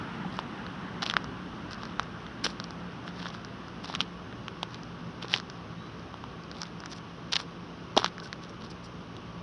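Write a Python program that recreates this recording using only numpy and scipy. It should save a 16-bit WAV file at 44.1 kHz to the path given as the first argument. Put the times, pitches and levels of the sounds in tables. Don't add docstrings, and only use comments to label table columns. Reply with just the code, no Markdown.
import sys
import numpy as np
from scipy import signal
from scipy.io import wavfile
from scipy.ndimage import uniform_filter1d

SR = 44100
rng = np.random.default_rng(int(sys.argv[2]) if len(sys.argv) > 2 else 0)


def digitize_waveform(pressure):
    field = np.atleast_2d(pressure).T
    bounded = np.clip(field, -1, 1)
    quanta = np.round(bounded * 32767).astype(np.int16)
    wavfile.write(sys.argv[1], SR, quanta)


N = 415457

# middle t/s, nominal length t/s, peak level/dB, fineness (0-1)
SLIDES = [(0.364, 0.08, -56, 0.4), (1.033, 0.024, -30.5, 0.01), (1.066, 0.021, -39.5, 0.1),
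          (1.1, 0.05, -44.5, 0), (1.724, 0.03, -50.5, 0.6), (1.844, 0.13, -57, 0), (2.452, 0.024, -32, 0.6),
          (2.492, 0.086, -48, 0.45), (3.08, 0.039, -55, 0.6), (3.229, 0.16, -51.5, 0.04),
          (3.351, 0.053, -54.5, 0.1), (3.848, 0.025, -47.5, 0.3), (3.898, 0.044, -44.5, 0.04),
          (3.945, 0.052, -50, 0), (4.015, 0.044, -46, 0), (4.743, 0.098, -65, 0.3),
          (5.236, 0.037, -46, 0.02), (5.344, 0.088, -39.5, 0.04), (6.618, 0.14, -56, 0.2),
          (6.918, 0.035, -51, 0.9), (6.968, 0.035, -54, 1.0), (7.326, 0.014, -40, 0.9),
          (7.361, 0.022, -38, 0.4), (7.407, 0.046, -44, 0.3), (7.996, 0.061, -38, 0.06),
          (8.061, 0.058, -44.5, 0), (8.257, 0.048, -51.5, 0.76), (8.438, 0.033, -56, 0.5),
          (8.501, 0.023, -55.5, 1), (8.616, 0.015, -53, 0.1), (8.654, 0.031, -57, 0.3),
          (8.711, 0.019, -51, 1.0), (8.855, 0.035, -54.5, 1)]
# f/Hz, relative level per Hz/dB
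COARSE_COLOUR = [(300, -23.5), (700, 0.5), (1300, 2.5), (2200, -1.5), (3400, 2.5), (5500, -2),
                 (6500, -20.5), (7100, -30), (11000, -29)]


def amp(db):
    return 10 ** (np.asarray(db) / 20)


def evened(x):
    return x / np.sqrt(np.mean(x ** 2) + 1e-20)


def spectrum(points, hz):
    f, db = np.transpose(points)
    return amp(np.interp(np.log(hz + 1), np.log(f + 1), db))


def add(mix, s, sound):
    part = mix[round(s * SR):][:len(sound)]
    part += sound[:len(part)]


def wash(points, patchy_db):
    frames, hz = N // 512 + 5, np.fft.rfftfreq(2048, 1 / SR)
    real, imaginary, patches = rng.standard_normal((frames, 1025, 3)).T
    patches = uniform_filter1d(patches, size=16, axis=0)
    patches = evened(uniform_filter1d(patches, size=6, axis=1))
    level = spectrum(points, hz)[:, None] * amp(patchy_db * patches)
    noise = signal.istft((real + 1j * imaginary) * level, nperseg=2048, noverlap=1536)[1]
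    return evened(noise[:N])


def coloured(x, points):
    log_gain = np.log(spectrum(points, abs(np.fft.fftfreq(4096, 1 / SR))))
    response = np.exp(np.conj(signal.hilbert(log_gain)))
    taps = np.fft.ifft(response).real[:1024]
    return signal.oaconvolve(x, taps)[:len(x)]


def blurred(hz, width, steady):
    decay = np.exp(-np.pi * width / SR)
    real, imaginary = rng.standard_normal((N, 2)).T
    wander = signal.lfilter([1], [1, -decay], real + 1j * imaginary)
    wander /= np.sqrt(np.mean(abs(wander) ** 2))
    carrier = np.exp(2j * np.pi * np.cumsum(hz * np.ones(N)) / SR)
    return evened((carrier * (steady + wander)).real)


def ring(hz, db, cycles, turn, lead):
    u = np.maximum((np.arange(2400) / SR - lead) * hz / cycles + 0.57, 0)
    shape = (1 - np.exp(-2.2 * u)) ** 2 * np.exp(-1.3 * u)
    return amp(db) * shape / shape.max() * np.cos(2 * np.pi * (cycles * u + turn))


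def road():
    # f/Hz, relative level per Hz/dB
    tyre_colour = [(24, -72), (40, -24), (100, -10.5), (209, -1), (405, -14.5), (500, -23.5), (822, -14),
                   (1520, -13.5), (2320, -26), (2940, -22.5), (6880, -52.5), (11300, -57), (14700, -91),
                   (22000, -120)]
    air_colour = [(20, -39), (40, -10.5), (80, -3), (230, -2.5), (400, -6), (800, -15), (1200, -11),
                  (1900, -24), (2400, -22), (2950, -19.5), (4400, -30.5), (5500, -27.5), (6400, -35.5),
                  (7000, -59), (11000, -49)]
    start_m, speed_m_per_s = 26.3, 10.2
    car_db, air_db = -39, -45.5
    distance_m = start_m + speed_m_per_s * np.arange(N) / SR
    car = amp(car_db) * start_m / distance_m
    return car * wash(tyre_colour, patchy_db=1.0) + amp(air_db) * wash(air_colour, patchy_db=1.0)


def engine():
    # t/s, f/Hz
    firing_rate = [(0, 61.5), (1.2, 61), (1.8, 57.4), (2.4, 58.2), (3, 59.6), (3.5, 57.4), (4.05, 58.6),
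                   (4.6, 56.3), (7.3, 55.6), (9.42, 56.2)]
    # multiple, rms level/dB, blur f/Hz
    hum_orders = [(1, -62, 1.0), (2, -59, 2.2), (3, -52, 2.1)]
    drone_orders = [(2, -58, 2.0), (3, -53, 2.7)]
    steady_hz = 58.5
    whine_hz, whine_width_hz, whine_db = 1132, 21, -58.5
    hz = np.interp(np.arange(N) / SR, *np.transpose(firing_rate))
    hum = sum(amp(db) * blurred(k * hz, width, steady=1.76) for k, db, width in hum_orders)
    drone = sum(amp(db) * blurred(k * steady_hz, width, steady=1.4) for k, db, width in drone_orders)
    whine = amp(whine_db) * blurred(whine_hz, whine_width_hz, steady=0)
    return hum + drone + whine


def slide(size):
    return np.sin(np.pi * np.linspace(0, 1, size) ** 0.64) ** 2


def grit():
    # f/Hz, relative level per Hz/dB
    sand_colour = [(1500, -27), (3000, -16), (4200, -1), (5700, 5.5), (6500, -20), (7100, -15),
                   (11000, -20.5)]
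    loose_db = -63
    coarse, fine = np.full(N, amp(loose_db)), np.zeros(N)
    for s, length, db, fineness in SLIDES:
        swell = amp(db) * slide(round(1.49 * length * SR))
        fineness = np.clip(fineness, 0, 1)
        add(coarse, s - 0.63 * length, np.sqrt(1 - fineness) * swell)
        add(fine, s - 0.67 * length, np.sqrt(fineness) * swell)
    when, size, sign, hiss = rng.random((N, 4)).T
    struck = when < 1200 / SR
    grains = struck * amp(-3.0 * np.log(1 - size + 0.003)) * np.sign(sign - .5)
    rub = evened(grains) + 0.4 * (hiss - .5)
    coarse_rub, fine_rub = coloured(rub, COARSE_COLOUR), coloured(rub[::-1], sand_colour)
    return coarse * evened(coarse_rub) + fine * evened(fine_rub)


def thuds():
    # t/s, f/Hz, peak level/dB, length in cycles
    thud_rows = [(.25, 825, -31, 3.7), (0.26, 179.3, -29, 4.14), (2.453, 352, -30, 1.13),
                 (2.465, 470, -27.5, 1.4), (5.245, 450, -32.5, 1.4), (5.339, 534, -32, 1.27),
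                 (7.968, 480, -17.5, 0.83), (7.974, 300, -18.5, 0.92), (7.995, 416, -28.5, 1.8),
                 (8.044, 410, -37, 0.9), (8.222, 1517, -40, 6.5), (8.26, 1515, -42.5, 13)]
    out, lead = np.zeros(N), 15e-3
    for (s, hz, db, cycles), turn in zip(thud_rows, rng.random(len(thud_rows))):
        add(out, s - lead, ring(hz, db, cycles, turn, lead))
    return out


def chips():
    most, per_s = 12, 70
    base_db, follow, spread_db, knock_db = -34, .4, 10, -7
    crack_hz, fine_hz, crack_spread_hz = 4000, 900, 1500
    sole_hz, sole_spread_hz = 1250, 1100
    s, length, db, fineness = np.transpose(SLIDES)[:, :, None]
    draws = rng.random((len(SLIDES), most, 5))
    kept, when, size, pitch, place = np.moveaxis(draws, 2, 0)
    crack_db = base_db + follow * (db - np.mean(db)) + spread_db * (size - .5)
    rows = np.array([s + length * (when - .5),
                     sole_hz + sole_spread_hz * (place - .5),
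                     crack_db + knock_db,
                     crack_hz + fine_hz * fineness + crack_spread_hz * (pitch - .5),
                     crack_db])
    return list(rows[:, kept < per_s * length / most].T)


def stones():
    # t/s, sole knock f/Hz, knock level/dB, stone crack f/Hz, crack level/dB
    snap_rows = [(0.3901, 1010, -15.5, 3240, -21.5), (0.6657, 1570, -27.5, 3970, -28.5),
                 (1.0294, 1320, -19, 4200, -19), (1.0643, 1180, -26, 3400, -15),
                 (1.0993, 1390, -26, 3430, -11), (1.1112, 1610, -22, 3300, -20),
                 (1.1387, 1410, -13, 4800, -19), (1.1674, 1450, -4, 3430, -12),
                 (1.2434, 1190, -25.5, 5000, -28.5), (1.7325, 1290, -36, 4460, -22.5),
                 (1.745, 1360, -34, 4800, -29.5), (1.8341, 1290, -22, 4040, -27),
                 (1.8541, 1230, -31, 4460, -31), (1.9964, 1250, -9, 3650, -14.5),
                 (2.031, 1430, -33, 5400, -34), (2.266, 1610, -28, 3330, -31),
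                 (2.4422, 1590, -24, 4300, -15), (2.446, 1530, -34, 4600, -9),
                 (2.4545, 1580, -18, 3700, -18), (2.4648, 1540, -14, 3320, -15),
                 (2.469, 1220, -42, 3720, -18), (2.6004, 1370, -22, 4100, -19.5),
                 (2.6416, 1070, -46, 4570, -23), (2.7075, 1470, -30, 4500, -29.5),
                 (3.0789, 1420, -25, 3100, -28.5), (3.2026, 1740, -27, 3410, -36),
                 (3.229, 1130, -27, 3440, -29), (3.2576, 1330, -19, 3530, -29),
                 (3.2679, 1480, -22, 4380, -34), (3.286, 1430, -32, 5180, -30),
                 (3.3488, 1288, -27, 4870, -34), (3.4485, 1470, -29.5, 4750, -27.5),
                 (3.6831, 1400, -32, 5090, -35.5), (3.8447, 1010, -26, 3160, -28.5),
                 (3.8995, 850, -22.5, 3420, -30), (3.928, 1400, -30, 4200, -28),
                 (3.9406, 1220, -21, 3740, -30), (3.9511, 1305, -22.5, 3140, -13),
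                 (3.958, 1750, -26, 3540, -24), (4.006, 1456, -14.5, 3220, -8),
                 (4.0129, 1800, -32, 3580, -15.5), (4.327, 1540, -30, 3420, -37),
                 (4.4821, 1170, -26, 2940, -22.5), (4.6308, 883, -18, 3520, -15.5),
                 (4.7451, 1250, -40, 4200, -24), (4.8339, 867, -49, 4770, -32),
                 (5.2263, 1170, -34, 3300, -24), (5.247, 1040, -25, 3230, -40),
                 (5.2831, 1550, -40, 4170, -26.5), (5.3325, 1340, -40, 4410, -19),
                 (5.3396, 1900, -10, 3160, -4.5), (5.3495, 1510, -40, 4200, -16),
                 (5.3624, 1110, -23, 4160, -18), (5.384, 1200, -30, 3920, -23.5),
                 (5.4002, 1470, -24, 4600, -25), (5.5, 1390, -31, 4740, -27), (5.9957, 996, -41, 4850, -36),
                 (6.1419, 980, -26, 3330, -35), (6.2402, 990, -24, 3430, -34),
                 (6.4368, 1410, -39, 4790, -36), (6.5149, 1570, -30, 4550, -24.5),
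                 (6.6177, 1620, -32, 5300, -18), (6.6326, 1450, -24.5, 4800, -20.5),
                 (6.8035, 1080, -32, 4970, -30), (6.8377, 1390, -26, 3840, -34),
                 (6.8593, 1590, -27, 5220, -20.5), (6.9233, 899, -48, 4770, -30),
                 (6.93, 1060, -50, 4900, -30), (7.322, 1050, -46, 4020, -22),
                 (7.325, 1310, -46, 4350, -13.5), (7.3324, 1340, -19.5, 3600, -7.5),
                 (7.3364, 1310, -45, 4170, -11.5), (7.357, 1670, -38, 4330, -6.5),
                 (7.3635, 1460, -42, 3980, -26), (7.3656, 1580, -26, 4000, -6),
                 (7.4013, 1200, -22, 3690, -22.5), (7.9665, 975, -14, 5170, -12),
                 (7.9695, 630, -13, 4100, -21), (7.9749, 680, -10, 3270, -9), (7.9773, 830, -7, 3680, -5),
                 (7.9907, 1140, -19.5, 3890, -20), (7.9967, 840, -25, 3750, -35),
                 (8.0194, 1010, -19.5, 3080, -33), (8.031, 1280, -19, 3640, -30),
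                 (8.0448, 1110, -10.5, 4000, -8), (8.0612, 1480, -15.5, 3900, -13.5),
                 (8.0805, 1460, -32, 3490, -32), (8.1818, 1570, -24, 5070, -33),
                 (8.2009, 1420, -37, 4260, -27.5), (8.3292, 1900, -20, 4230, -19.5),
                 (8.4375, 970, -55, 4350, -31), (8.449, 1204, -49, 3900, -37),
                 (8.7137, 916, -45, 4525, -34.5), (9.1669, 1200, -40, 3730, -30)]
    # f/Hz, gain/dB
    body_colour = [(1500, -2), (2200, -4), (3100, -2), (4400, -7), (5700, -2.5), (7100, -14), (11000, -14)]
    out, spray, t = np.zeros(N), np.zeros(N), np.arange(600) / SR
    snaps, lead = snap_rows + chips(), 2e-3
    chance = rng.random((len(snaps), 4))
    for (s, knock_hz, knock_db, crack_hz, crack_db), (p, q, r, spread) in zip(snaps, chance):
        upper_hz = 5000 + 1100 * spread
        knock = ring(knock_hz, knock_db, 0.99, p, lead)
        crack = ring(crack_hz, crack_db + 2.5, 1.43, q, lead) + ring(upper_hz, crack_db - 10, 2.41, r, lead)
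        add(out, s - lead, knock + crack)
        add(spray, s, amp(crack_db - 19.0 - 60 * t / 0.026))
    debris = evened(coloured(rng.standard_normal(N), COARSE_COLOUR))
    return coloured(out, body_colour) + spray * debris


def bird():
    start_s, length_s, edge_s = 5.765, .2, .025
    level_db, fade_db = -55.5, -12
    top_hz, climb_hz, climb_s = 3990, 360, .05
    t = np.arange(0, length_s, 1 / SR)
    hz = top_hz - climb_hz * np.exp(-t / climb_s)
    edges = np.minimum(np.minimum(t, length_s - t) / edge_s, 1)
    level = edges * amp(level_db + fade_db * t / length_s)
    out = np.zeros(N)
    add(out, start_s, level * np.sin(2 * np.pi * np.cumsum(hz) / SR))
    return out


def scene():
    return (road() + engine() + grit() + thuds() + stones() + bird())[None]


def record(dry):
    bass_cut = signal.butter(3, 42, "high", fs=SR, output="sos")
    thin = signal.sosfilt(bass_cut, dry)
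    band_limit = signal.firwin(511, 11050, window=("kaiser", 9), fs=SR)
    return signal.oaconvolve(thin, band_limit[None], "same")


dry = scene()
out = record(dry)
digitize_waveform(out)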